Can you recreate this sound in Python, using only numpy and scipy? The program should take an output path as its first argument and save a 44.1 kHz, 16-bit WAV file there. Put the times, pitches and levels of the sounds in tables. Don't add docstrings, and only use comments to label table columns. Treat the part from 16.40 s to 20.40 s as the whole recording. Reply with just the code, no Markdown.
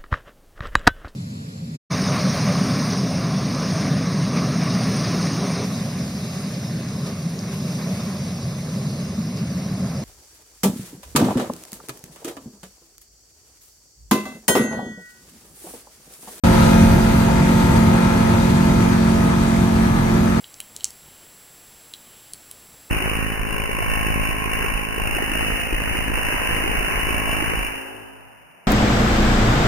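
import sys
import numpy as np
from scipy import signal
from scipy.fft import rfft, irfft, next_fast_len
from scipy.io import wavfile
from scipy.ndimage import uniform_filter1d, map_coordinates

SR = 44100
rng = np.random.default_rng(int(sys.argv[2]) if len(sys.argv) > 2 else 0)


def unload_wav(signal):
    wavfile.write(
        sys.argv[1],
        SR,
        np.round(np.clip(np.atleast_2d(signal).T, -1, 1) * 32767).astype(np.int16),
    )


N = 176400

# (frequency [Hz], coherence [ratio, clipped to 1])
COHERENCE = [(28, 2), (60, 0.7), (160, 1), (280, 1.1), (450, 0), (900, 0), (2000, 0), (3500, 0.11),
             (9000, -0.08), (10300, 0.25), (11000, 2.24), (15000, 0)]
# (frequency [Hz], left over right [dB])
BALANCE = [(80, 0.5), (200, 1), (330, -1.5), (700, 2.5), (1300, 2), (2700, 0.5), (3600, 2.5), (4600, 6),
           (7000, 4.5), (8200, 1), (9100, -3.5), (10000, -5), (10500, 0)]
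# (time [s], level [dB])
HISS_LEVEL = [(0.06, -34), (0.29, -33.5), (0.56, -37), (1.42, -37.5), (3.98, -40.5), (4.0, -42)]
POUND_LEVEL = [(.05, -26), (.3, -26), (.45, -25), (.62, -30), (.8, -25), (.95, -34), (1.35, -30),
               (1.7, -37), (4, -39)]
WASH_LEVEL = [(0.06, -27.5), (0.33, -27), (0.54, -29.5), (1.79, -30.5), (2.39, -32.5), (2.4, -30.5),
              (3.16, -33.5), (3.49, -32), (3.52, -38), (3.56, -32), (4.0, -33.5)]
RUMBLE_LEVEL = [(0.06, -16.5), (0.82, -19), (0.92, -21.5), (1.4, -18), (1.42, -21), (2.53, -20),
                (2.55, -25.5), (2.87, -20), (2.91, -25.5), (3.24, -20), (3.29, -26.5), (3.35, -22.5),
                (3.89, -21), (4.0, -25)]
# (frequency [Hz], relative spectral density [dB])
HISS_SPECTRUM = [(1200, -15), (2600, -3), (3800, 0.5), (4700, -1), (6300, -2.5), (8400, -3.5),
                 (10000, -8.5), (12000, -16.5), (15000, -33.5)]
POUND_SPECTRUM = [(20, -25), (34, 3.5), (60, 1), (85, 4), (130, -12), (250, -37)]
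WASH_SPECTRUM = [(200, -27), (350, -1), (480, 0.5), (620, -2), (760, -4.5), (900, 2.5), (1100, -5.5),
                 (1350, -4), (1700, -7), (2100, -8), (2800, -16), (4000, -30), (8000, -41)]
RUMBLE_SPECTRUM = [(18, -28), (27, -21), (35, -6), (50, 1.5), (90, -1), (140, 0.5), (200, -3), (260, -5.5),
                   (340, -8), (430, -16), (700, -43)]
# (time [s], level relative to the hiss [dB])
SLAPS = [(1.37, 0), (2.105, 2), (2.42, -3), (2.53, -1)]
# (time [s], four-stroke cycle rate [Hz])
CYCLE_RATE = [(0, 44.7), (.2, 44.75), (.6, 44.92), (2.3, 44.91), (2.8, 44.84), (3.6, 44.81), (4, 44.84)]
# (order [multiple of the shaft rate], level [dB])
PROP_ORDERS = [(1, -33.5), (2, -36.5), (3, -28), (4, -32), (6, -33.5), (9, -43.5)]
# (order [multiple of the cycle rate, rounded in use], level [dB],
# left over right [dB], left-right correlation [ratio], drift [dB/s])
ENGINE_ORDERS = [(2, -30.5, 5.5, 0.98, -0.5), (3, -30.5, -7, 0.98, 1.5), (4, -21, -0.5, 1.0, 0.0),
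                 (5, -19.5, -2.5, 0.88, 0.0), (6, -30.5, 0.5, 0.88, 0.5), (7, -43, -11, 0.63, -0.5),
                 (8, -32, -4.5, 0.77, 1.0), (10.02, -42, -2, -0.46, 2.0), (11, -36, -5, -0.69, 0),
                 (12, -38, 4, -0.46, -3.5), (13, -40, 4, -0.72, 4), (14, -40, 3, -0.87, -1),
                 (15, -34.5, -11.5, 0.21, 0.5), (16, -44.5, -6, -0.37, -2.5), (17, -42.5, -1.5, -0.52, 3.5),
                 (18, -39.5, 6, -0.4, 1.0), (19, -40.5, -2, -0.36, -0.5), (20, -37, 2.5, 0.83, -0.5),
                 (21, -42.5, -4, 0.65, -1.5), (22, -41, -9, -0.0, -1.5), (23, -43.5, 2, 0.7, 1),
                 (24, -53, 9, -0.5, 4), (25, -45.5, 3, 0.019, 0.5), (26, -44, 7, -0.81, 5),
                 (27, -45, -11, 0.0, 1.5), (28, -38.5, 16, 0.9, 0), (29, -44.5, 3, 0.4, -2),
                 (30, -41.5, 22, 0.33, 1), (31, -42, 15, -0.29, -2.5), (34, -42.5, -2, -0.66, 1.5),
                 (36, -43.5, -1, -0.18, -0.5), (38, -40.5, 7.5, -0.7, 2.5), (39, -54, -4, -0.8, 6),
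                 (43, -47.5, 8, -0.3, 0), (46, -49.5, 2, -0.15, -0.5), (47, -47.5, 15, 0.2, -0.5),
                 (55, -48.5, 9, 0.44, -0.5)]
# (order [multiple of the cycle rate], level [dB], drift [dB/s])
SIDE_TONE = (19.48, -42.5, -.8)
# (time [s], gain [dB])
DRONE_GAIN = [(.05, 2.5), (.2, 2.5), (.42, 3.5), (.65, -0.5), (1.3, .5), (1.7, -.5), (2.5, 0.5),
              (3.1, -1.5), (4, -1.5)]
SNARL_GAIN = [(.05, 4), (.35, 4), (.6, .5), (1.8, 1.5), (2.6, -1.5), (3.3, -2), (4, -3)]
# (frequency [Hz], width [Hz], depth [dB])
NOTCHES = [(5210, 87, 23), (7520, 120, 17), (9420, 110, 7)]

GEAR_RATIO = 51 / 21
SNARL_HZ = 449.7
DRONE_WAVER_DB, SNARL_WAVER_DB, ROUGH_RAD = .6, 2.2, .3


def amp(db):
    return 10 ** (np.asarray(db) / 20)


def unit(x):
    return x / np.sqrt(np.mean(x ** 2) + 1e-20)


def along(points, hz):
    freqs, values = np.transpose(points)
    return np.interp(np.log(hz + 1), np.log(freqs + 1), values)


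def curve(rows):
    return np.interp(np.arange(N) / SR, *np.transpose(rows))


def wobble(rate):
    knots = rng.standard_normal(int(N * rate / SR) + 4)
    coarse = np.linspace(0, N, 4096)
    return np.interp(np.arange(N), coarse, map_coordinates(knots, [coarse * rate / SR]))


def filtered(x, response):
    size = next_fast_len(N + SR // 2)
    return irfft(rfft(x, size) * response(np.fft.rfftfreq(size, 1 / SR)), size)[..., :N]


def pan(balance_db):
    gains = amp(np.array([balance_db, -balance_db]) / 2)
    return gains / np.sqrt(np.mean(gains ** 2, axis=0))


def diffuse_noise(spectrum, patchy_db):
    bins = signal.stft(rng.standard_normal((2, N)), nperseg=512)[2]
    patches = uniform_filter1d(rng.standard_normal(bins.shape[1:]), size=8, axis=0)
    patches = uniform_filter1d(patches, size=10, axis=1)
    pair = signal.istft(bins * amp(patchy_db * unit(patches)), nperseg=512)[1][:, :N]
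    angle = lambda hz: np.arccos(np.clip(along(COHERENCE, hz), -1, 1)) / 2
    shares = lambda hz: [np.cos(angle(hz)), np.sin(angle(hz))]
    mid, side = filtered(pair, lambda hz: amp(along(spectrum, hz)) * shares(hz))
    return unit(filtered(np.array([mid + side, mid - side]), lambda hz: pan(along(BALANCE, hz))))


def wind_and_spray(beat, gain_db=3.5, beat_share=.2, slap_s=.0095):
    t = np.arange(N) / SR
    slap_power = sum(amp(db) ** 2 * np.exp(-((t - at) / slap_s) ** 2) for at, db in SLAPS)
    gain = amp(curve(HISS_LEVEL) + gain_db + .42 * wobble(29.94)) * np.sqrt(1 + slap_power)
    return gain * unit((1 + beat_share * (beat - 1)) * diffuse_noise(HISS_SPECTRUM, patchy_db=1.12))


def floats():
    return amp(curve(POUND_LEVEL)) * diffuse_noise(POUND_SPECTRUM, patchy_db=1.5)


def airframe(gain_db=.5):
    gain = amp(curve(RUMBLE_LEVEL) + gain_db + .7 * wobble(11))
    return gain * diffuse_noise(RUMBLE_SPECTRUM, patchy_db=.7)


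def pulsation(cycle, shaft):
    blades, firings = 3 * shaft, 4 * cycle
    return 1 + .15 * np.cos(blades) + .18 * np.cos(firings) + .16 * np.cos(cycle)


def prop_wash(beat, gain_db=4.5):
    gain = amp(curve(WASH_LEVEL) + gain_db + .49 * wobble(24.92))
    return gain * unit(beat * diffuse_noise(WASH_SPECTRUM, patchy_db=1.5))


def rasp(cycle, first=40, count=48, first_db=-51, fall_db_per_octave=8, spread_db=3):
    out = np.zeros((2, N))
    for order in range(first, first + count):
        db = first_db - fall_db_per_octave * np.log2(order / first)
        db += spread_db * rng.standard_normal((2, 1))
        out += amp(db) * np.sin(order * cycle + rng.uniform(0, 2 * np.pi, (2, 1)) + .5 * wobble(10))
    return amp(curve(SNARL_GAIN)) * out


def side_tone(cycle):
    order, db, drift = SIDE_TONE
    from_middle_s = (np.arange(N) - N / 2) / SR
    level = db + curve(SNARL_GAIN) + drift * from_middle_s + SNARL_WAVER_DB * wobble(5.8)
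    return np.sqrt(2) * amp(level) * np.sin(order * cycle + ROUGH_RAD * wobble(70))


def propeller(shaft, waver_db=2.2, waver_rad=.35):
    tones = np.zeros(N)
    for order, db in PROP_ORDERS:
        gain = amp(db + waver_db * wobble(4.93))
        phase = round(order) * shaft + rng.uniform(0, 2 * np.pi) + waver_rad * wobble(6.95)
        tones += gain * np.sin(phase)
    return np.sqrt(2) * amp(curve(DRONE_GAIN)) * tones


def engine(cycle):
    out = np.zeros((2, N))
    cycle_hz = np.mean(curve(CYCLE_RATE))
    drone_db, snarl_db = curve(DRONE_GAIN), curve(SNARL_GAIN)
    from_middle_s = (np.arange(N) - N / 2) / SR
    for order, db, balance_db, correlation, drift in ENGINE_ORDERS:
        snarls = order * cycle_hz > SNARL_HZ
        if snarls:
            swell_db = snarl_db + SNARL_WAVER_DB * wobble(6.05)
        else:
            swell_db = drone_db + DRONE_WAVER_DB * wobble(6.5)
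        lead = np.arccos(np.clip(correlation, -.98, .98)) / 2 * np.array([[1], [-1]])
        scatter = rng.uniform(0, 2 * np.pi) + snarls * ROUGH_RAD * wobble(70)
        gain = np.sqrt(2) * pan(balance_db)[:, None] * amp(db + swell_db + drift * from_middle_s)
        out += gain * np.cos(round(order) * cycle + lead + scatter)
    return out


def scene(jitter_s=.00005):
    cycle_hz = curve(CYCLE_RATE)
    cycle = 2 * np.pi * (np.cumsum(cycle_hz) / SR + cycle_hz * jitter_s * wobble(30))
    shaft = 2 * cycle / GEAR_RATIO
    beat = pulsation(cycle, shaft)
    tones = engine(cycle) + side_tone(cycle) + propeller(shaft) + rasp(cycle)
    return tones + airframe() + floats() + prop_wash(beat) + wind_and_spray(beat)


def record(dry, start_s=.036, rise_s=.0018, ceiling=.93, top_hz=15300):
    dips = lambda hz: amp(-sum(db * np.exp(-((hz - f) / width) ** 2) for f, width, db in NOTCHES))
    opening = np.clip((np.arange(N) / SR - start_s) / rise_s, 0, 1)
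    live = filtered(dry, dips) * opening
    rounded = live / (1 + np.abs(live / ceiling) ** 12) ** (1 / 12)
    return filtered(rounded, lambda hz: hz < top_hz)


dry = scene()
out = record(dry)
unload_wav(out)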